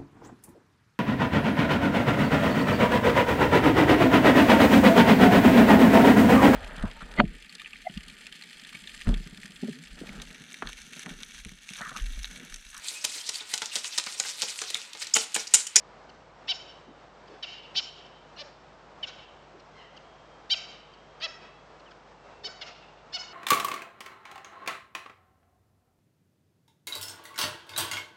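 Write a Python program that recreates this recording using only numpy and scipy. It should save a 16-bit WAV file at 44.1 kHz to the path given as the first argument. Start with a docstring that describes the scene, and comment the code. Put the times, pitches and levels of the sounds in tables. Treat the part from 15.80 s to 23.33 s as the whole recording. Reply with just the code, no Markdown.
"""A soft wash of air and a mains hum, at a microphone in the bush by a waterhole.
Close by, a wild dog yelps: short squeaks from its vocal folds that arch or slide in pitch, some clean,
some hoarse. Lines of trees throw each call back and the thicket rings on. Between the calls come faint
twitters, thin whistles of far birds and a few dull thuds, like paws on dry ground."""
import sys
import numpy as np
from scipy import signal
from scipy.fft import rfft, irfft, next_fast_len
from scipy.io import wavfile
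from scipy.ndimage import map_coordinates

SR = 44100
rng = np.random.default_rng(int(sys.argv[2]) if len(sys.argv) > 2 else 0)


def file_out(sig):
    """Save sig as 16-bit WAV at sys.argv[1]."""
    # one column per channel
    cols = np.atleast_2d(sig).T
    # limit, then scale
    lim = np.clip(cols, -1, 1)
    pcm = np.round(lim * 32767).astype(np.int16)
    wavfile.write(sys.argv[1], SR, pcm)


N = 332073

# spectrum of the air around the microphone: frequency_hz, relative_db
AIR_SPECTRUM = [(30, -28), (75, -5), (110, -4.5), (200, -2.5), (260, -5), (450, 0), (700, 1), (1300, -4),
                (1900, -10.5), (3200, -16.5), (5500, -22), (8000, -32), (10000, -53), (12000, -73.5)]
# mains hum on the microphone line: frequency_hz, level_db
MAINS_PARTIALS = [(50, -67.5), (150, -69)]
# dull thuds on dry ground: centre_s, half_length_s, pitch_hz, level_db
PAW_STEPS = [(1.092, 0.051, 278, -52), (1.528, 0.067, 410, -51.5), (3.764, 0.046, 370, -53),
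             (6.666, 0.049, 379, -49.5)]
# far birds: start_s, length_s, start_hz, end_hz
BIRD_WHISTLES = [(4.145, 0.62, 3300, 3120), (5.105, .45, 3270, 3120), (6.056, .045, 3260, 2450),
                 (6.342, .39, 2680, 2720), (7.022, 0.023, 2750, 2600)]
# echoes off the lines of trees: delay_s, spread_s, over_tail_db
TREE_LINES = [(0.051, 0.0075, -2.5), (0.102, 0.0075, -11.5), (.205, .016, -5)]
# how long the thicket rings: frequency_hz, t60_s
THICKET_DECAY = [(500, 0.55), (1500, 0.74), (3200, 1.25), (4000, 0.84), (5000, 0.64), (8000, 0.52)]
# what the bush sends back to the microphone: frequency_hz, gain_db
ECHO_COLOUR = [(400, 5.5), (750, 12), (1500, 13), (2300, 6), (3100, -1.5), (4200, 2), (5400, 8.5),
               (7000, 16), (9000, 9.5), (10500, -12.5)]
# resonances of throat and mouth: frequency_hz, gain_db
THROAT_RESPONSE = [(400, -37), (750, -25.5), (1500, -23.5), (2300, -14), (2750, -5), (3100, 2),
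                   (3650, -5.5), (4000, -2.5), (4600, -4.5), (5350, -6), (6100, -19.5), (7000, -26),
                   (8000, -42), (10000, -47)]
# hoarse calls deep in the thicket: start_s, pitch_hz, echo_send_db
THICKET_CALLS = [(1.44, 864, -56.5), (3.905, 1033, -51)]
# faint twitters: crest_s, pitch_hz, level_db
FAINT_TWITTERS = [(.297, 1520, -45), (1.480, 1666, -43.5), (2.264, 1754, -43.5), (3.801, 1430, -45.5),
                  (4.171, 1590, -40), (5.141, 1537, -50), (6.0, 1450, -46), (6.113, 1706, -41)]
# the near dog's yips: start_s, pitch_hz, level_db, hoarseness (0-1), treble_db
DOG_YIPS = [(1.623, 768, -31.5, 0.22, -3.5), (3.225, 762.4, -30.5, 0.12, -9.5),
            (6.809, 716.4, -35, 0.16, -1.5)]
# its arched yelps: start_s, rise_s, pitch_hz, level_db, hoarseness (0-1), treble_db, echo_send_db
DOG_YELPS = [ (.673, .032, 773, -25.5, 0.23, -2, -16.5), (1.944, 0.037, 779, -24.5, 0.46, 1.5, -16.5),
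             (2.562, .046, 602.3, -39, 0.43, 2, -16), (4.695, 0.027, 794.7, -21.5, 0.1, 1.7, -16),
             (5.4, .046, 667, -28.5, 0.23, 0, -16.5), (6.635, .024, 760.6, -34.3, 0.14, 7, -13),
             (7.323, 0.03, 745, -31, .1, 6.5, -10.5), ]

TAUT_HZ, TAUT_DB = 775, -25  # a full call, made with a taut throat
SLACK_SPAN_HZ, SLACK_SPAN_DB = 100, 13  # either drop from there leaves the throat fully slack


def amp(db):
    """Decibels to gain."""
    return 10 ** (np.asarray(db) / 20)


def unit(x):
    """Scale to rms 1."""
    return x / np.sqrt(np.mean(x ** 2) + 1e-20)


def along(points, hz):
    """Read (frequency_hz, value) points on a log axis."""
    frequencies, values = np.transpose(points)
    return np.interp(np.log(hz + 1), np.log(frequencies + 1), values)


def wobble(rate_hz, size):
    """A smooth random curve with rate_hz knots a second."""
    knots = rng.standard_normal(int(size * rate_hz / SR) + 4)
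    return map_coordinates(knots, [np.arange(size) * rate_hz / SR])


def coloured(x, gain_db):
    """x through the minimum-phase filter whose gain is gain_db(hz)."""
    size = 2 * next_fast_len(len(x) // 2 + 2048)
    cepstrum = irfft(np.log(amp(gain_db(np.fft.rfftfreq(size, 1 / SR)))), size)
    cepstrum[1:size // 2] *= 2
    cepstrum[size // 2 + 1:] = 0
    return irfft(rfft(x, size) * np.exp(rfft(cepstrum)), size)[:len(x)]


def add(track, start_s, sound):
    """Mix a sound into the track at start_s."""
    part = track[max(round(start_s * SR), 0):][:len(sound)]
    part += sound[:len(part)]


def air_and_hum():
    """A soft, slightly drifting wash of air, and mains hum on the microphone line."""
    air = unit(coloured(rng.standard_normal(N), lambda hz: along(AIR_SPECTRUM, hz)))
    t = np.arange(N) / SR
    hum = sum(amp(db) * np.sqrt(2) * np.sin(2 * np.pi * (hz * t + rng.random()))
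              for hz, db in MAINS_PARTIALS)
    air_db = -53 + .23 * wobble(9.9, N) + .91 * wobble(13, N)
    return amp(air_db) * air + hum


def paws():
    """Each step is a dull puff of sand: noise falling 22 dB an octave either side of its pitch."""
    out = np.zeros(N)
    for centre_s, half_length_s, pitch_hz, db in PAW_STEPS:
        size = int(2 * half_length_s * SR)
        band_db = lambda hz: -22 * np.minimum(np.abs(np.log2((hz + 1) / pitch_hz)), 3)
        puff = unit(coloured(rng.standard_normal(size), band_db))
        add(out, centre_s - half_length_s, amp(db) * puff * np.hanning(size))
    return out


def far_birds():
    """Thin, distant whistles that flutter in level and pitch; the brief ones are the louder."""
    out = np.zeros(N)
    for start_s, length_s, start_hz, end_hz in BIRD_WHISTLES:
        size = int(length_s * SR)
        phase = 2 * np.pi * np.cumsum(np.linspace(start_hz, end_hz, size)) / SR
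        db = -70.5 - 9 * np.log10(length_s)
        swell = signal.windows.tukey(size, .5) * amp(db + 2.1 * wobble(42, size))
        add(out, start_s, swell * np.sin(phase + 1.3 * wobble(60, size)))
    return out


def bush_echo(call, gap_s=.034, shrubs_db=-8, clump_db=2):
    """Weak scatter from near shrubs, then lines of trees farther off in a long, clumpy tail."""
    hz, t, spectrum = signal.stft(rng.standard_normal(SR), SR, nperseg=256)
    decay = amp(-60 * t / along(THICKET_DECAY, hz)[:, None])
    tail = signal.istft(spectrum * decay, SR, nperseg=256)[1]
    t = np.arange(len(tail)) / SR
    arrival = np.interp(t, [0, .008, gap_s - .006, gap_s], [0, amp(shrubs_db), amp(shrubs_db), 1])
    trees = 1 + sum(amp(db) * np.exp(-np.abs(t - delay) / spread) for delay, spread, db in TREE_LINES)
    tail = tail * arrival * trees * amp(clump_db * wobble(50.8, len(t)))
    echo = signal.fftconvolve(call, tail / np.linalg.norm(tail))
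    return coloured(echo, lambda hz: along(ECHO_COLOUR, hz))


def voice(rise_s, fall_s, contour_hz, pointed, hoarse, treble_db, low_db, nasal_db=-40):
    """One push of air through the vocal folds: pitch, loudness and mouth opening move together."""
    def mouth_db(hz):
        """A wider mouth lifts the treble; a lax throat lets the low partials through."""
        treble = treble_db * along([(3800, 0), (4400, .88), (7000, 1.2), (8500, 1.9)], hz)
        lows = low_db * along([(1900, .88), (3000, .15)], hz)
        return along(THROAT_RESPONSE, hz) + treble + lows

    start_hz, crest_hz, end_hz = contour_hz  # the crest is the top of the swell
    t = np.arange(int((rise_s + fall_s) * SR)) / SR
    off_crest = np.clip(np.where(t < rise_s, 1 - t / rise_s, (t - rise_s) / fall_s), 0, 1)
    bend = 1.59 if start_hz > crest_hz else 2.098  # a downward slide is straighter than an arch
    pitch = crest_hz + (np.where(t < rise_s, start_hz, end_hz) - crest_hz) * off_crest ** bend
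    # the folds beat least evenly as they start and stop
    rasp = np.clip(hoarse, .001, 1) * (1 + 3 * off_crest ** 2) + .26 * off_crest ** 2
    jitter = .035 * rasp * wobble(600, len(t)) + .006 * wobble(110, len(t))
    phase = 2 * np.pi * np.cumsum(pitch * (1 + jitter)) / SR
    opening = (pitch / crest_hz) ** .75  # the resonances sink with the pitch as the mouth closes
    # hoarse folds alternate strong and weak beats, which puts partials halfway between the harmonics
    ratios = np.arange(2, 37)[:, None] / 2
    weights = np.where(ratios % 1 == 0, 1, np.minimum(.9 * rasp, .5))
    shimmer_db = (1.5 + 3 * off_crest) * np.array([wobble(90, len(t)) for _ in ratios])
    # the treble is last to come and first to go
    tilt = (ratios / 4) ** (-off_crest ** 2 * np.where(t > rise_s, 2.92, .7))
    strength = amp(mouth_db(ratios * pitch / opening) + shimmer_db) * weights * tilt
    folds = unit((strength * np.cos(ratios * phase - .18 * ratios ** 2)).sum(0))
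    breath = unit(coloured(rng.standard_normal(len(t)) * (1 + .71 * np.cos(phase)), mouth_db))
    from_mouth = (folds + .4 * rasp * breath) / np.sqrt(1 + (.4 * rasp) ** 2)
    swell = np.abs(np.cos(np.pi / 2 * off_crest)) ** pointed
    # the fundamental leaves through the nose just after the crest
    from_nose = amp(nasal_db) * np.sin(phase) * np.sin(np.pi * np.sqrt(off_crest)) ** 2 * (t > rise_s)
    return from_mouth * swell + from_nose


def twitters(rise_s=.0065, fall_s=.011, echo_send_db=-16.5):
    """Faint twitters that slip downward, each with its echo off the bush."""
    out = np.zeros(N)
    for crest_s, hz, db in FAINT_TWITTERS:
        slide = 1.08 * hz, hz, .8 * hz
        call = amp(db) * voice(rise_s, fall_s, slide, pointed=1.4, hoarse=.16, treble_db=7, low_db=21.5)
        add(out, crest_s - rise_s, call)
        add(out, crest_s - rise_s, amp(echo_send_db) * bush_echo(call))
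    return out


def far_calls(rise_s=.048, fall_s=.045):
    """Hoarse calls from deep in the thicket; only their echo reaches the microphone."""
    out = np.zeros(N)
    for start_s, hz, echo_send_db in THICKET_CALLS:
        slide = 1.1 * hz, hz, .8 * hz
        call = voice(rise_s, fall_s, slide, pointed=1.2, hoarse=.16, treble_db=-7, low_db=16)
        add(out, start_s, amp(echo_send_db) * bush_echo(call))
    return out


def dog_call(rise_s, fall_s, contour_hz, pointed, db, hoarse, treble_db, echo_send_db,
             extra_low_db=0, leaf_blur=.067, squeak_lead_s=.002):
    """One call near the microphone: a tiny high squeak breaks in, then the full voice and its echo."""
    crest_hz = contour_hz[1]
    # the throat slackens in lower, softer calls, which brings up the low partials and the nasal hum
    slack = (TAUT_HZ - crest_hz) / SLACK_SPAN_HZ + (TAUT_DB - db) / SLACK_SPAN_DB
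    low_db = -3.5 + 17.5 * np.clip(slack, 0, 1) + extra_low_db
    nasal_db = -34.5 + 11 * slack
    squeak_db = -37 + .5 * (db - TAUT_DB)
    squeak = voice(.0055, .0055, [2.35 * crest_hz] * 3,
                   pointed=.61, hoarse=.045, treble_db=3.5, low_db=13.5)
    shape = rise_s, fall_s, contour_hz, pointed
    direct = voice(*shape, hoarse, treble_db, low_db, nasal_db)
    # the bush hears the mouth from all sides, whichever way the head points, and blurs the partials
    all_round = voice(*shape, hoarse + leaf_blur, .5 * treble_db, 1.06 * low_db, nasal_db)
    out = np.zeros(SR)
    add(out, 0, amp(squeak_db) * squeak)
    add(out, squeak_lead_s, amp(db) * direct)
    add(out, squeak_lead_s, amp(db + echo_send_db) * bush_echo(all_round))
    return out


def near_dog(yelp_fall_s=.028, yip_rise_s=.00913, yip_fall_s=.02345):
    """Yelps arch over a crest, deeper with effort and length; short yips only slide down."""
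    out = np.zeros(N)
    for start_s, rise_s, hz, db, hoarse, treble_db, echo_send_db in DOG_YELPS:
        effort = amp(.25 * (db - TAUT_DB))
        arch = hz * (1 - effort * 6.2 * rise_s), hz, hz * (1 - effort * .262)
        pointed = 40.4 * rise_s  # the longer the rise, the more pointed the swell
        yelp = dog_call(rise_s, yelp_fall_s, arch, pointed, db, hoarse, treble_db, echo_send_db)
        add(out, start_s, yelp)
    for start_s, hz, db, hoarse, treble_db in DOG_YIPS:
        slide = 1.08 * hz, hz, .762 * hz
        yip = dog_call(yip_rise_s, yip_fall_s, slide, pointed=1.47, db=db, hoarse=hoarse,
                       treble_db=treble_db, echo_send_db=-8, extra_low_db=-4.5, leaf_blur=.24)
        add(out, start_s, yip)
    return out


def scene():
    """The near dog and the bush around it, at one microphone by the waterhole."""
    return (near_dog() + twitters() + far_calls() + far_birds() + paws() + air_and_hum())[None]


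def record(dry):
    """The microphone line rolls off above 8.2 kHz and passes nothing over 10.7 kHz."""
    hz = np.fft.rfftfreq(N, 1 / SR)
    roll_off = amp(along([(8200, 0), (9200, -8), (10700, -15)], hz))
    return irfft(rfft(dry) * roll_off * (hz < 10700), N)


dry = scene()
out = record(dry)
file_out(out)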